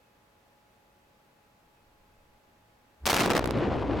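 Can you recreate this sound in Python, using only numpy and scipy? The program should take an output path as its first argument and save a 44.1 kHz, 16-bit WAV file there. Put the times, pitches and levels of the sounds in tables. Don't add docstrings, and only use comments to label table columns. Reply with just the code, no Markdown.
import sys
import numpy as np
from scipy import signal
from scipy.fft import rfft, irfft
from scipy.io import wavfile
from scipy.ndimage import uniform_filter1d

SR = 44100
rng = np.random.default_rng(int(sys.argv[2]) if len(sys.argv) > 2 else 0)


def wrap_up_sound(samples):
    columns = np.atleast_2d(samples).T
    tamed = np.clip(columns, -1, 1)
    steps = np.round(tamed * 32767).astype(np.int16)
    wavfile.write(sys.argv[1], SR, steps)


N = 176400
T = np.arange(N) / SR
SHOCK_S, BLAST_END_S = 3.0565, 3.53

# peak time in seconds, drive into the overload in dB.
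WALL_ECHOES = [(3.0616, 5), (3.067, 5), (3.0736, -4), (3.077, 12.5), (3.09, -8), (3.099, 13), (3.1039, 19),
               (3.1117, 12), (3.1187, 5), (3.131, 23), (3.1444, 18), (3.1521, -5), (3.1668, 3), (3.175, -7),
               (3.194, -4.5), (3.2021, 5), (3.2085, 16), (3.2141, 2), (3.2215, 3), (3.2428, -3),
               (3.2481, 0), (3.2607, 7.5), (3.278, -7), (3.3041, 17), (3.3119, 7), (3.3205, -15),
               (3.3353, 5), (3.3528, 8), (3.3641, 7), (3.3682, 17), (3.3782, 6), (3.382, 6)]
# start in seconds, relative level in dB, left bias in dB.
LONE_CRACKS = [(3.0564, -9, 11.5), (3.3111, -9.5, -7), (3.3195, -10, 2), (3.3521, -9.5, 7), (3.377, -12, 4),
               (3.3938, -7, 3), (3.4428, -14.5, 10), (3.4583, -14.5, -20), (3.4754, -16.5, 4),
               (3.509, -14.5, -11)]
# peak time in seconds, level in dB.
LATE_KNOCKS = [(3.611, -22.5), (3.657, -22.5), (3.7171, -18.5), (3.754, -22.5), (3.825, -21), (3.898, -21),
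               (3.943, -25.5)]
# peak time in seconds, pitch in Hz, level in dB, half length in seconds.
HOLLOW_SWELLS = [(3.559, 395.3, -35.5, .012), (3.626, 366, -26.5, 0.0079), (3.717, 84, -35.5, 0.02),
                 (3.901, 287, -32, 0.024), (3.932, 323.7, -32, 0.012), (3.967, 315, -34, 0.007)]
# pitch in Hz, level before the shock in dB.
HUM_TONES = [(554.5, -79.5), (839.8, -73)]
# peak time in seconds, level in dB, half length in seconds.
NIGHT_CHIRPS = [(.062, -84, 0.049), (1.787, -79, .02), (2.138, -88, 0.058)]

# frequency in Hz, relative level in dB.
EARLY_PRESSURE_EQ = [(30, 3), (200, 6.5), (900, -0.5), (2500, -5.5), (6000, -11), (16000, -33)]
LATE_PRESSURE_EQ = [(30, -2.5), (200, 2), (500, 1.5), (1000, -8), (2500, -19), (6000, -31), (16000, -60)]
OVERLOAD_EQ = [(20, -21), (60, -13.5), (150, -11.5), (400, -6.5), (850, -1), (1800, 1.5), (4500, 1),
               (8000, 1.5), (16000, 6.5)]
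TEAR_EQ = [(700, 0), (3000, -11.5), (16000, -17)]
SURGE_EQ = [(50, -25), (160, 0.5), (480, 0.5), (900, -24), (8000, -77)]
ROAR_EQ = [(25, -31), (48, -21), (85, -0.5), (130, 2), (180, -4), (270, 1), (350, -1), (500, -4),
           (750, -9.5), (1000, -14.5), (1400, -19.5), (3000, -27.5), (5000, -39.5), (8500, -55.5),
           (11500, -76), (16000, -90)]
WALL_SMEAR_EQ = [(900, 7), (16000, -72)]
SIZZLE_EQ = [(5000, -10), (11000, 1), (16000, -17)]
AIR_EQ = [(15, -32), (28, -10), (45, -3.5), (75, -9.5), (110, -4.5), (155, -8), (195, -7), (330, -9),
          (600, -9), (950, -11), (2000, -16.5), (6000, -27.5), (10800, -32.5), (11800, -29), (16500, -33.5)]

# time in seconds, relative level in dB.
BLAST_FADER = [(3.058, -26), (3.09, -24), (3.13, -24.5), (3.2, -23), (3.235, -26.5), (3.28, -25.5),
               (3.31, -26.5), (3.34, -28.5), (3.38, -25), (3.405, -44.5), (3.53, -47.5)]
SURGE_FADER = [(3.06, -49), (3.2, -36), (3.29, -30.5), (3.355, -30), (3.41, -44)]
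ROAR_BODY_FADER = [(3.39, -31), (3.41, -32), (3.51, -32), (3.524, -35.5), (3.558, -28.5), (3.864, -33),
                   (3.99, -30.5)]
ROAR_TREBLE_FADER = [(3.37, -48), (3.396, -32), (3.462, -38.5), (3.466, -38.5), (3.646, -33.5),
                     (3.7, -39.5), (3.714, -36), (3.768, -39.5), (3.83, -37.5), (3.838, -43), (3.99, -36.5)]
BOOM_FADER = [(3.06, -58), (3.36, -46), (3.41, -34.5), (3.5, -41), (3.6, -46), (3.72, -38), (3.79, -44),
              (3.88, -37), (4, -41)]
RUMBLE_FADER = [(0, -92), (1.55, -87), (1.7, -74), (2.05, -66.5), (2.3, -66), (2.5, -78), (3, -79)]
# time in seconds, depth from 0 to 1.
CHOKE_DEPTH = [(3.38, 1), (3.52, 0.48), (3.57, 0.18), (3.8, 0.085), (4, 0.07)]
# time in seconds, side gain in dB.
TREBLE_WIDTH = [(3.35, -13), (3.45, 18), (3.51, -4), (3.56, 4)]

# frequency in Hz, left-right likeness from 0 (wide) to 1 (mono).
BLAST_IMAGE = [(100, 0.98), (1000, 0.85), (8000, 1)]
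ROAR_IMAGE = [(60, 0.43), (180, 0.9), (400, 0.85), (1000, 0.95), (6000, 0.97), (10000, 0.79)]
AIR_IMAGE = [(100, 0.96), (200, 0.88), (350, 0.58), (700, 0.36), (1400, 0.05), (3000, 0), (6000, 0.22),
             (10000, 0.42)]


def blast():
    blunting_s, echo_width_s = 0.14, 0.0013
    hardness, pin_offset = 2.9, 0.57
    sharpness = np.exp(-np.maximum(T - SHOCK_S, 0) / blunting_s)
    pressure = sharpness * noise(EARLY_PRESSURE_EQ, BLAST_IMAGE)
    pressure += np.sqrt(1 - sharpness ** 2) * noise(LATE_PRESSURE_EQ, BLAST_IMAGE)
    echoes = sum(amp(db) / (1 + ((T - s) / echo_width_s) ** 4) for s, db in WALL_ECHOES)
    scatter = amp(-8 + 5.4 * wander(rate_hz=390)) * (T > WALL_ECHOES[0][0])
    drive = pressure * (echoes + scatter)
    pinned = np.tanh(hardness * (drive - pin_offset)) + 0.16 * drive
    crackle = equalise(cut(pinned, 35, "highpass"), OVERLOAD_EQ)
    power = uniform_filter1d((crackle ** 2).mean(0), size=2600)
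    levelled = crackle / np.sqrt(abs(power) + 1e-6)
    return levelled * amp(curve(BLAST_FADER)) * (T > SHOCK_S) * (T < BLAST_END_S)


def cracks():
    snap_s, tear_s = 0.00023, 0.00056
    out = np.zeros((2, N))
    tear = amp(-9.5) * noise(TEAR_EQ, ROAR_IMAGE)
    for start, db, pan_db in LONE_CRACKS:
        age = np.maximum(T - start, 0)
        crack = np.exp(-age / snap_s) + tear * np.exp(-age / tear_s)
        out -= amp(db) * pan(pan_db) * crack * (T > start)
    return cut(cut(out, 130, "highpass", order=1), 7600, "lowpass", order=1)


def gas_surge():
    gate = (T > SHOCK_S) * (T < SURGE_FADER[-1][0])
    return noise(SURGE_EQ, ROAR_IMAGE) * amp(curve(SURGE_FADER)) * gate


def tunnel_roar():
    split_hz = 766
    body = unit_rms(cut(noise(ROAR_EQ, ROAR_IMAGE), split_hz, "lowpass", order=4))
    treble = cut(noise(ROAR_EQ, ROAR_IMAGE), split_hz, "highpass", order=4)
    treble = unit_rms(treble * amp(2.24 * wander(rate_hz=260)))
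    mid = treble.mean(0)
    treble = mid + (treble - mid) * amp(curve(TREBLE_WIDTH))
    return body * amp(curve(ROAR_BODY_FADER) + 1) + treble * amp(curve(ROAR_TREBLE_FADER) - 1)


def tunnel():
    boom_hz, rise_s = 62.12, 0.46
    release_s = 3.3945
    phase = running_phase(boom_hz + 0.85 * wander(rate_hz=6.6))
    swing = -np.cos(phase - np.interp(release_s, T, phase))
    choke = 1 - curve(CHOKE_DEPTH) * (.5 + .5 * np.tanh(8.8 * swing))
    choke /= np.sqrt(uniform_filter1d(choke ** 2, size=1400))
    roar = tunnel_roar() * choke * pan(1.4)
    boom = np.sqrt(2) * swing * amp(curve(BOOM_FADER) + wander(rate_hz=7.4)) * pan(-3)
    return (roar + boom) * np.clip((T - SHOCK_S) / rise_s, 0, 1)


def late_echoes():
    knock_hz, knock_half_s, smear_s = 720, .0007, 0.013
    out = np.zeros((2, N))
    smear = amp(-14) * noise(WALL_SMEAR_EQ, ROAR_IMAGE)
    for peak, db in LATE_KNOCKS:
        t = T - peak
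        knock = bell(t, knock_half_s) * np.sin(2 * np.pi * knock_hz * rng.uniform(.9, 1.1) * t)
        out += amp(db) * (knock + smear * bell(t - smear_s, smear_s))
    drift_hz = 12 * wander(rate_hz=42.2)
    for peak, hz, db, half_s in HOLLOW_SWELLS:
        out += amp(db) * bell(T - peak, half_s) * tone(hz + drift_hz)
    return out * pan(2.4)


def ground_thump():
    pitch_hz, rise_s, lead_s = 68.7, 0.014, 0.0146
    t = T - SHOCK_S + lead_s
    swell = np.exp(-np.hypot(t, .005) / rise_s * np.where(t < 0, 1, .5))
    sub = 2 * np.sin(2 * np.pi * pitch_hz * t)
    grit = 0.46 * noise([(100, -4.5), (400, -13), (1500, -29), (6000, -56)])
    return amp(-41) * swell * (sub + grit) * (T < SHOCK_S + .01)


def burning_scraps():
    fade_db_per_s = 30
    fade = amp(-75.5 - fade_db_per_s * np.maximum(T - BLAST_END_S, 0)) * (T > SHOCK_S)
    return noise(SIZZLE_EQ) * fade * amp(6.5 * wander(rate_hz=27))


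def night():
    hum = sum(amp(db) * tone(hz + 1.38 * wander(rate_hz=9.5)) for hz, db in HUM_TONES)
    rumble = noise([(15, -11), (45, -13.5), (110, -20), (400, -58), (2000, -87)])
    rumble *= amp(curve(RUMBLE_FADER))
    air = amp(-64) * noise(AIR_EQ, AIR_IMAGE)
    return (air + hum + rumble) * np.where(T < SHOCK_S, 1, amp(-7))


def chirps():
    swells = sum(amp(db) * bell(T - peak, half_s) for peak, db, half_s in NIGHT_CHIRPS)
    return tone(hz=2590 + 65 * wander(rate_hz=90)) * (amp(-87.5) + swells)


def amp(db):
    return 10 ** (np.asarray(db) / 20)


def pan(db):
    return amp([[db / 2], [-db / 2]])


def unit_rms(x):
    return x / np.sqrt(np.mean(x ** 2) + 1e-20)


def curve(points):
    return np.interp(T, *np.transpose(points))


def bell(t, half_s):
    return np.exp(-.5 * (t / half_s) ** 2)


def running_phase(hz):
    return 2 * np.pi * np.cumsum(hz) / SR


def tone(hz):
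    return np.sqrt(2) * np.sin(running_phase(hz))


def gains(eq, hz):
    f, db = np.transpose(eq)
    return amp(np.interp(np.log(hz + 1), np.log(f + 1), db))


def noise(eq, image=((100, .95),)):
    hz = np.fft.rfftfreq(N, 1 / SR)
    f, likeness = np.transpose(image)
    shared = np.clip(np.interp(np.log(hz + 1), np.log(f), likeness), 0, 1)
    centre, left, right = rfft(rng.standard_normal((3, N))) * gains(eq, hz)
    return unit_rms(irfft(np.sqrt(shared) * centre + np.sqrt(1 - shared) * np.array([left, right]), N))


def wander(rate_hz):
    rolloff = 1 + (np.fft.rfftfreq(N, 1 / SR) / rate_hz) ** 4
    return unit_rms(irfft(rfft(rng.standard_normal(N)) / rolloff, N))


def equalise(x, eq):
    log_gain = np.log(gains(eq, abs(np.fft.fftfreq(8192, 1 / SR))))
    taps = np.fft.ifft(np.exp(np.conj(signal.hilbert(log_gain)))).real[:4096]
    return signal.oaconvolve(x, taps[None])[:, :N]


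def cut(x, hz, kind, order=2):
    return signal.sosfilt(signal.butter(order, hz, kind, fs=SR, output="sos"), x)


def scene():
    return (night() + chirps() + ground_thump() + blast() + gas_surge() + cracks()
            + tunnel() + late_echoes() + burning_scraps())


def record(dry):
    mono_above_hz, ceiling, top_hz = 11300, .42, 16700
    mid, side = dry.mean(0), (dry[0] - dry[1]) / 2
    side = signal.oaconvolve(side, signal.firwin(101, mono_above_hz, fs=SR), "same")
    rounded = ceiling * np.tanh(np.array([mid + side, mid - side]) / ceiling)
    high_cut = signal.firwin(511, top_hz, window=("kaiser", 9), fs=SR)
    return signal.oaconvolve(rounded, high_cut[None], "same")


dry = scene()
out = record(dry)
wrap_up_sound(out)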